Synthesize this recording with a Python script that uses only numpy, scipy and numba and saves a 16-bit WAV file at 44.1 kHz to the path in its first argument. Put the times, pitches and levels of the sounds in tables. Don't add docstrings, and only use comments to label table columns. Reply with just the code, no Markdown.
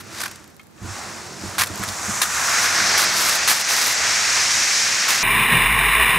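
import sys
import numpy as np
from scipy import signal
from scipy.fft import rfft, irfft
from scipy.io import wavfile
from scipy.ndimage import uniform_filter1d
from numba import njit

SR = 44100
rng = np.random.default_rng(int(sys.argv[2]) if len(sys.argv) > 2 else 0)


def master_out(mix):
    frames = np.transpose(np.atleast_2d(mix))
    ceiling = np.clip(frames, -1, 1)
    pcm = np.round(ceiling * 32767).astype(np.int16)
    wavfile.write(sys.argv[1], SR, pcm)


N = 272538
T = np.arange(N) / SR


def undb(db):
    return 10 ** (np.asarray(db) / 20)


def unit(x):
    return x / np.sqrt(np.mean(x ** 2))


def columns(table):
    times_s, *cols = np.transpose(table)
    return [np.interp(T, times_s, col) for col in cols]


def colour(x, points, db_scale=1):
    hz, db = np.transpose(points)
    bins_hz = np.arange(N // 2 + 1) * SR / N + 1
    gain_db = db_scale * np.interp(np.log(bins_hz), np.log(hz), db)
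    return irfft(rfft(x) * undb(gain_db), N)


@njit
def svf(x, hz, width_hz):
    y = np.empty(len(x))
    band_state, low_state = 0., 0.
    for i in range(len(x)):
        g = np.tan(np.pi * hz[i] / SR)
        damping = width_hz[i] / hz[i]
        v = (band_state + g * (x[i] - low_state)) / (1 + g * (g + damping))
        band_state = 2 * v - band_state
        low_state += 2 * g * v
        y[i] = damping * v
    return y


def band(x, hz, *widths_hz):
    for width_hz in widths_hz:
        x = svf(x, hz + np.zeros(N), width_hz + np.zeros(N))
    return x


def walk(rate_hz):
    hold = max(int(SR / rate_hz), 1)
    steps = np.repeat(rng.standard_normal(N // hold + 1), hold)
    return unit(uniform_filter1d(uniform_filter1d(steps, hold), hold)[:N])


def grains(rate_hz, spread_db):
    return unit(rng.standard_normal(N) * undb(spread_db * walk(rate_hz)))


def ring(x, modes):
    return sum(undb(db) * unit(band(x, hz, np.log(1000) / np.pi / t60_s)) for hz, db, t60_s in modes)


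def stroke_power(start_s, db, rise_s, hold_s, t60_s):
    t = T - start_s
    decay_db = 60 * np.maximum(t - rise_s - hold_s, 0) / t60_s
    return (undb(db - decay_db) * np.clip(t / rise_s, 0, 1)) ** 2


def air():
    # (frequency [Hz], gain [dB])
    spectrum = [(15, -40), (25, -6), (249, 3), (384, -4.5), (677, -8), (2990, -18), (9840, -24),
                (13200, -26), (16000, -31)]
    return unit(colour(rng.standard_normal(N), spectrum)) * undb(-50)


def wind(level_db):
    buffet = unit(band(rng.standard_normal(N), 64, 31, 60))
    return buffet * undb(level_db + 2.7 * walk(8))


def hull_and_wind():
    # (time [s], relative level [dB])
    bumps = [(0.815, -21.5), (0.848, -21.5), (0.889, -23.5), (1.437, -23), (1.459, -22.5), (1.592, -28),
             (1.703, -22.5), (1.798, -22.5), (1.881, -25), (2.084, -19)]
    # (frequency [Hz], relative level [dB], t60 [s])
    modes = [(61, -1.5, 0.1), (92.4, -0.5, 0.13), (192, -6, 0.065), (320, -8, 0.025)]
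    # (time [s], hull shake [dB], wind [dB])
    rumble = [(.3, -44.5, -57.5), (.6, -59.5, -58), (1.0, -44, -70), (1.65, -40, -58), (2.3, -42.5, -39),
              (2.95, -37.5, -47), (3.7, -49, -51), (4.1, -46.5, -41), (4.6, -48, -44), (5.2, -43, -63)]
    shake_db, wind_db = columns(rumble)
    force = 0
    for start_s, db in bumps:
        t = np.maximum(T - start_s, 0)
        blow = t / 0.0029 * np.exp(-t / 0.0017)
        shove = 0.16 * np.exp(-t / 0.024) * walk(600)
        force += undb(db) * (T >= start_s) * (blow + shove)
    thumps = unit(ring(force, modes)) * undb(-42.5)
    shake = unit(ring(rng.standard_normal(N), [(hz, db, .06) for hz, db, _ in modes[1:]]))
    return thumps + shake * undb(shake_db + walk(12)) + wind(wind_db)


def shaft_taps():
    # (time [s], relative level [dB])
    taps = [(0.595, -32.5), (0.7791, -42)]
    # (frequency [Hz], relative level [dB], t60 [s])
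    modes = [(1280, -1, 0.03), (1780, -6, .015), (2180, 2, 0.044), (2480, -2, .012), (3150, -5, .012)]
    blow_t60_s, peak_db = 0.052, -32
    blows = sum(undb(db - 60 * np.abs(T - s) / blow_t60_s) * (T >= s) for s, db in taps)
    ringing = ring(blows * rng.standard_normal(N), modes)
    return ringing * undb(peak_db) / np.abs(ringing).max()


def snap_power():
    # (time [s], level [dB])
    loud_snaps = [(0.0717, -33), (0.3588, -29), (0.3974, -40), (0.4422, -31), (0.508, -42), (0.5664, -38),
                  (0.614, -40), (0.669, -43), (0.7108, -43), (1.6464, -21), (1.6604, -23), (1.758, -18),
                  (1.777, -21), (1.7946, -22), (1.923, -18)]
    faint_count, t60_s = 140, 0.0096
    onsets = np.zeros(N)
    faint_db = rng.normal(-45.5, 5, faint_count)
    onsets[rng.integers(N, size=faint_count)] = undb(2 * faint_db)
    for start_s, db in loud_snaps:
        onsets[int(start_s * SR)] = undb(2 * db)
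    return signal.lfilter([1], [1, -undb(-120 / t60_s / SR)], onsets)


def blade():
    # (time [s], level [dB], hold [s], t60 [s], knock re level [dB])
    bites = [(0, -36.5, .008, .06, -5), (0.201, -30, .003, .03, -5), (0.213, -23.5, .005, .03, -9),
             (0.233, -23, .003, .025, -5), (.256, -24.5, 0.0027, .035, -1.5), (0.278, -37, .003, .03, -7),
             (0.31, -36, .003, .035, -11), (1.581, -19, 0.054, .045, -6), (1.617, -22, 0.0054, .02, -9),
             (1.668, -26.5, .005, .03, -16), (1.828, -25, .004, 0.063, -2.5),
             (2.215, -13, 0.0083, 0.11, -9), (2.626, -24, 0.018, .2, -3), (2.974, -20.5, 0.067, .06, -9),
             (3.274, -21, .005, .03, -12), (3.475, -14.5, 0.027, 0.18, -16), (5.079, -20, 0.04, .35, -9.5)]
    # (time [s], level [dB], rise [s], hold [s], dull part re level [dB])
    drags = [(0.094, -37, .11, .05, 5.5), (1.874, -32.5, .006, .015, 5), (2.26, -36, .04, 0.19, -10),
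             (3.08, -21.5, 0.15, .135, 0.5), (3.521, -28, .006, .09, 3.5), (3.681, -24, 0.0066, 0.24, 1)]
    # (frequency [Hz], gain [dB])
    spectrum = [(120, -23), (250, -17), (450, -18), (800, -8.5), (1250, -6), (2300, -9.5), (4500, -5.5),
                (12000, -9.5), (16000, -21.5)]
    split_hz, knock_hz, knock_width_hz = 8600, 1650, 2280
    bright_power = snap_power()
    dull_power = 0.23 * bright_power
    knock_power = 0
    for start_s, db, hold_s, t60_s, knock_db in bites:
        power = stroke_power(start_s, db, rise_s=.002, hold_s=hold_s, t60_s=t60_s)
        bright_power += power
        dull_power += power
        knock_power += power * undb(2 * knock_db)
    for start_s, db, rise_s, hold_s, dull_db in drags:
        power = stroke_power(start_s, db, rise_s, hold_s, t60_s=0.058)
        bright_power += power
        dull_power += power * undb(2 * dull_db)
    crust = unit(colour(grains(700, 2.65) * undb(0.95 * walk(110)), spectrum))
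    dull = signal.sosfiltfilt(signal.butter(2, split_hz, fs=SR, output="sos"), crust)
    bright = crust - dull
    knock = unit(band(crust, knock_hz, knock_width_hz, knock_width_hz))
    return dull * np.sqrt(dull_power) + bright * np.sqrt(bright_power) + knock * np.sqrt(knock_power)


def slide():
    # (time [s], low hump [dB])
    levels = [(0, -50.5), (.2, -37), (.4, -49.5), (.7, -70), (.79, -53), (.88, -38.5), (.99, -36.5),
              (1.36, -44.5), (1.46, -38.5), (1.67, -40), (1.83, -32.5), (1.9, -34), (2.15, -28.5),
              (2.27, -28.5), (2.36, -24), (2.56, -20), (2.71, -22), (2.94, -21), (3.13, -24), (3.47, -25),
              (3.63, -29.5), (3.7, -24), (3.92, -25.5), (4.03, -23), (4.29, -23), (5.23, -24.5)]
    # (time [s], low centre [Hz], high re low [dB], high centre [Hz], body re low [dB])
    humps = [(0, 1590, -2.5, 5660, -4), (.8, 1250, -4, 6100, 0), (1.05, 1350, -2.5, 5500, 1),
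             (1.36, 1370, 2, 5500, 3), (1.75, 1240, -2.5, 5700, 1), (2.12, 1330, 1.5, 6560, -5),
             (2.4, 1450, -1.5, 6200, -20), (2.95, 1650, 1.5, 5300, -5), (3.5, 1820, 3, 5730, -7),
             (4.1, 1860, 2.5, 5750, -8), (4.75, 2020, 5, 5710, -10), (5.23, 2000, 1, 5700, -8)]
    # (frequency [Hz], gain [dB])
    body_spectrum = [(200, -13), (400, -8), (700, 0), (1200, -3), (2500, -8), (4000, -10.5), (7500, -6),
                     (10500, -22), (15000, -58)]
    # (time [s], level re low hump [dB])
    spray_levels = [(.8, -10.5), (1.5, -6), (2.3, -10.5), (3.2, -16), (4, -37), (5.2, -34)]
    low_db, = columns(levels)
    spray_db, = columns(spray_levels)
    low_hz, high_db, high_hz, body_db = columns(humps)
    low = unit(band(grains(400, 0.79), low_hz, 0.72 * low_hz, 2.5 * low_hz))
    high = unit(band(grains(400, 0.52), high_hz, 0.58 * high_hz, 0.64 * high_hz)) * undb(high_db)
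    body = unit(colour(grains(300, 0.77), body_spectrum)) * undb(body_db)
    spray = unit(band(grains(450, 2.0), 8300, 5200)) * undb(spray_db)
    low *= undb(.5 * walk(30.93))
    high *= undb(.5 * walk(20))
    return undb(low_db) * (low + high + body + spray)


def slope_sources():
    return slide() + blade() + shaft_taps() + hull_and_wind()


def handheld():
    # (frequency [Hz], gain [dB])
    scatter = [(60, -17), (400, -9.5), (1400, -13.5), (3000, -7.5), (6500, -18), (15000, -6)]
    # (frequency [Hz], left minus right [dB])
    ports = [(60, -7), (250, -3.5), (700, -2.5), (1500, -.5), (4500, .5), (9000, -.5), (15000, -2.5)]
    # (frequency [Hz], gain [dB])
    microphone = [(20, -24), (45, -16.5), (90, -3.5), (150, 1), (2500, 0.5), (3000, -2.5), (3900, 1),
                  (5000, -0.5)]
    direct = slope_sources()
    scattered = colour(slope_sources(), scatter)
    sides = []
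    for sign in (1, -1):
        at_port = colour(direct + sign * scattered + air(), ports, db_scale=sign / 2)
        sides.append(colour(at_port, microphone))
    return np.tanh(0.79 * np.array(sides)) / 0.8


def deck():
    # (time [s], rubbing [dB])
    rub_levels = [(5.24, -18), (5.42, -14.5), (5.486, -17.5), (5.53, -13.5), (5.75, -17.5), (5.95, -14.5),
                  (5.982, -16), (6.012, -14.5), (6.18, -15.5)]
    # (time [s], hum [dB], thudding [dB])
    low_levels = [(5.24, -37, -32), (5.32, -34, -33.5), (5.4, -37, -28), (5.47, -41, -34), (5.54, -35, -23),
                  (5.7, -28, -35), (5.78, -30.5, -29), (5.88, -28, -36.5), (5.95, -34, -38),
                  (6.01, -27, -34.5), (6.12, -39, -35), (6.18, -34, -28)]
    # (frequency [Hz], width [Hz], gain [dB])
    modes = [(434, 94, -13.5), (648, 15, -10), (1063, 150, -1), (1584, 150, -4), (1886, 326, -0.5),
             (2390, 198, 1), (2790, 210, -3), (3620, 220, -7.5), (3975, 174, -8), (4500, 150, -32),
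             (4840, 470, -22)]
    # (frequency [Hz], width [Hz], relative level [dB])
    thud_bands = [(119, 19, -0.5), (164, 26, -2), (232, 19, -4.5)]
    # (frequency [Hz], gain [dB])
    treble_shape = [(3050, 2.5), (3300, -7), (3500, 2.5), (3900, -2), (4300, -8.5), (5500, -1.5),
                    (6000, -12)]
    rub_db, = columns(rub_levels)
    hum_db, thud_db = columns(low_levels)
    rub = grains(250, 0.72)
    ringing = sum((-1) ** k * undb(db) * band(rub, hz, width_hz)
                  for k, (hz, width_hz, db) in enumerate(modes))
    ringing = unit(colour(ringing, treble_shape))
    hum_hz = 48.7 + 6.4 * walk(25)
    hum = unit(np.sin(2 * np.pi * np.cumsum(hum_hz) / SR))
    thud = sum(undb(db) * unit(band(rng.standard_normal(N), hz, width_hz))
               for hz, width_hz, db in thud_bands)
    thud = unit(colour(thud, [(300, -2.5), (600, 5)]))
    sound = ringing * undb(rub_db) + hum * undb(hum_db) + thud * undb(thud_db)
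    held_48k = np.repeat(signal.resample_poly(sound, 40, 147), 4)
    stepped = signal.resample_poly(held_48k, 147, 160)[:N]
    top_hz = 15150
    return signal.sosfilt(signal.ellip(12, .3, 80, top_hz, fs=SR, output="sos"), stepped)


def scene():
    cut_s, fade_s = 5.229, 0.001
    fade = np.clip((T - cut_s) / fade_s, 0, 1)
    return handheld() * (1 - fade) + deck() * fade


def record(dry):
    top_hz = 15720
    return signal.sosfilt(signal.ellip(12, .3, 70, top_hz, fs=SR, output="sos"), dry)


dry = scene()
out = record(dry)
master_out(out)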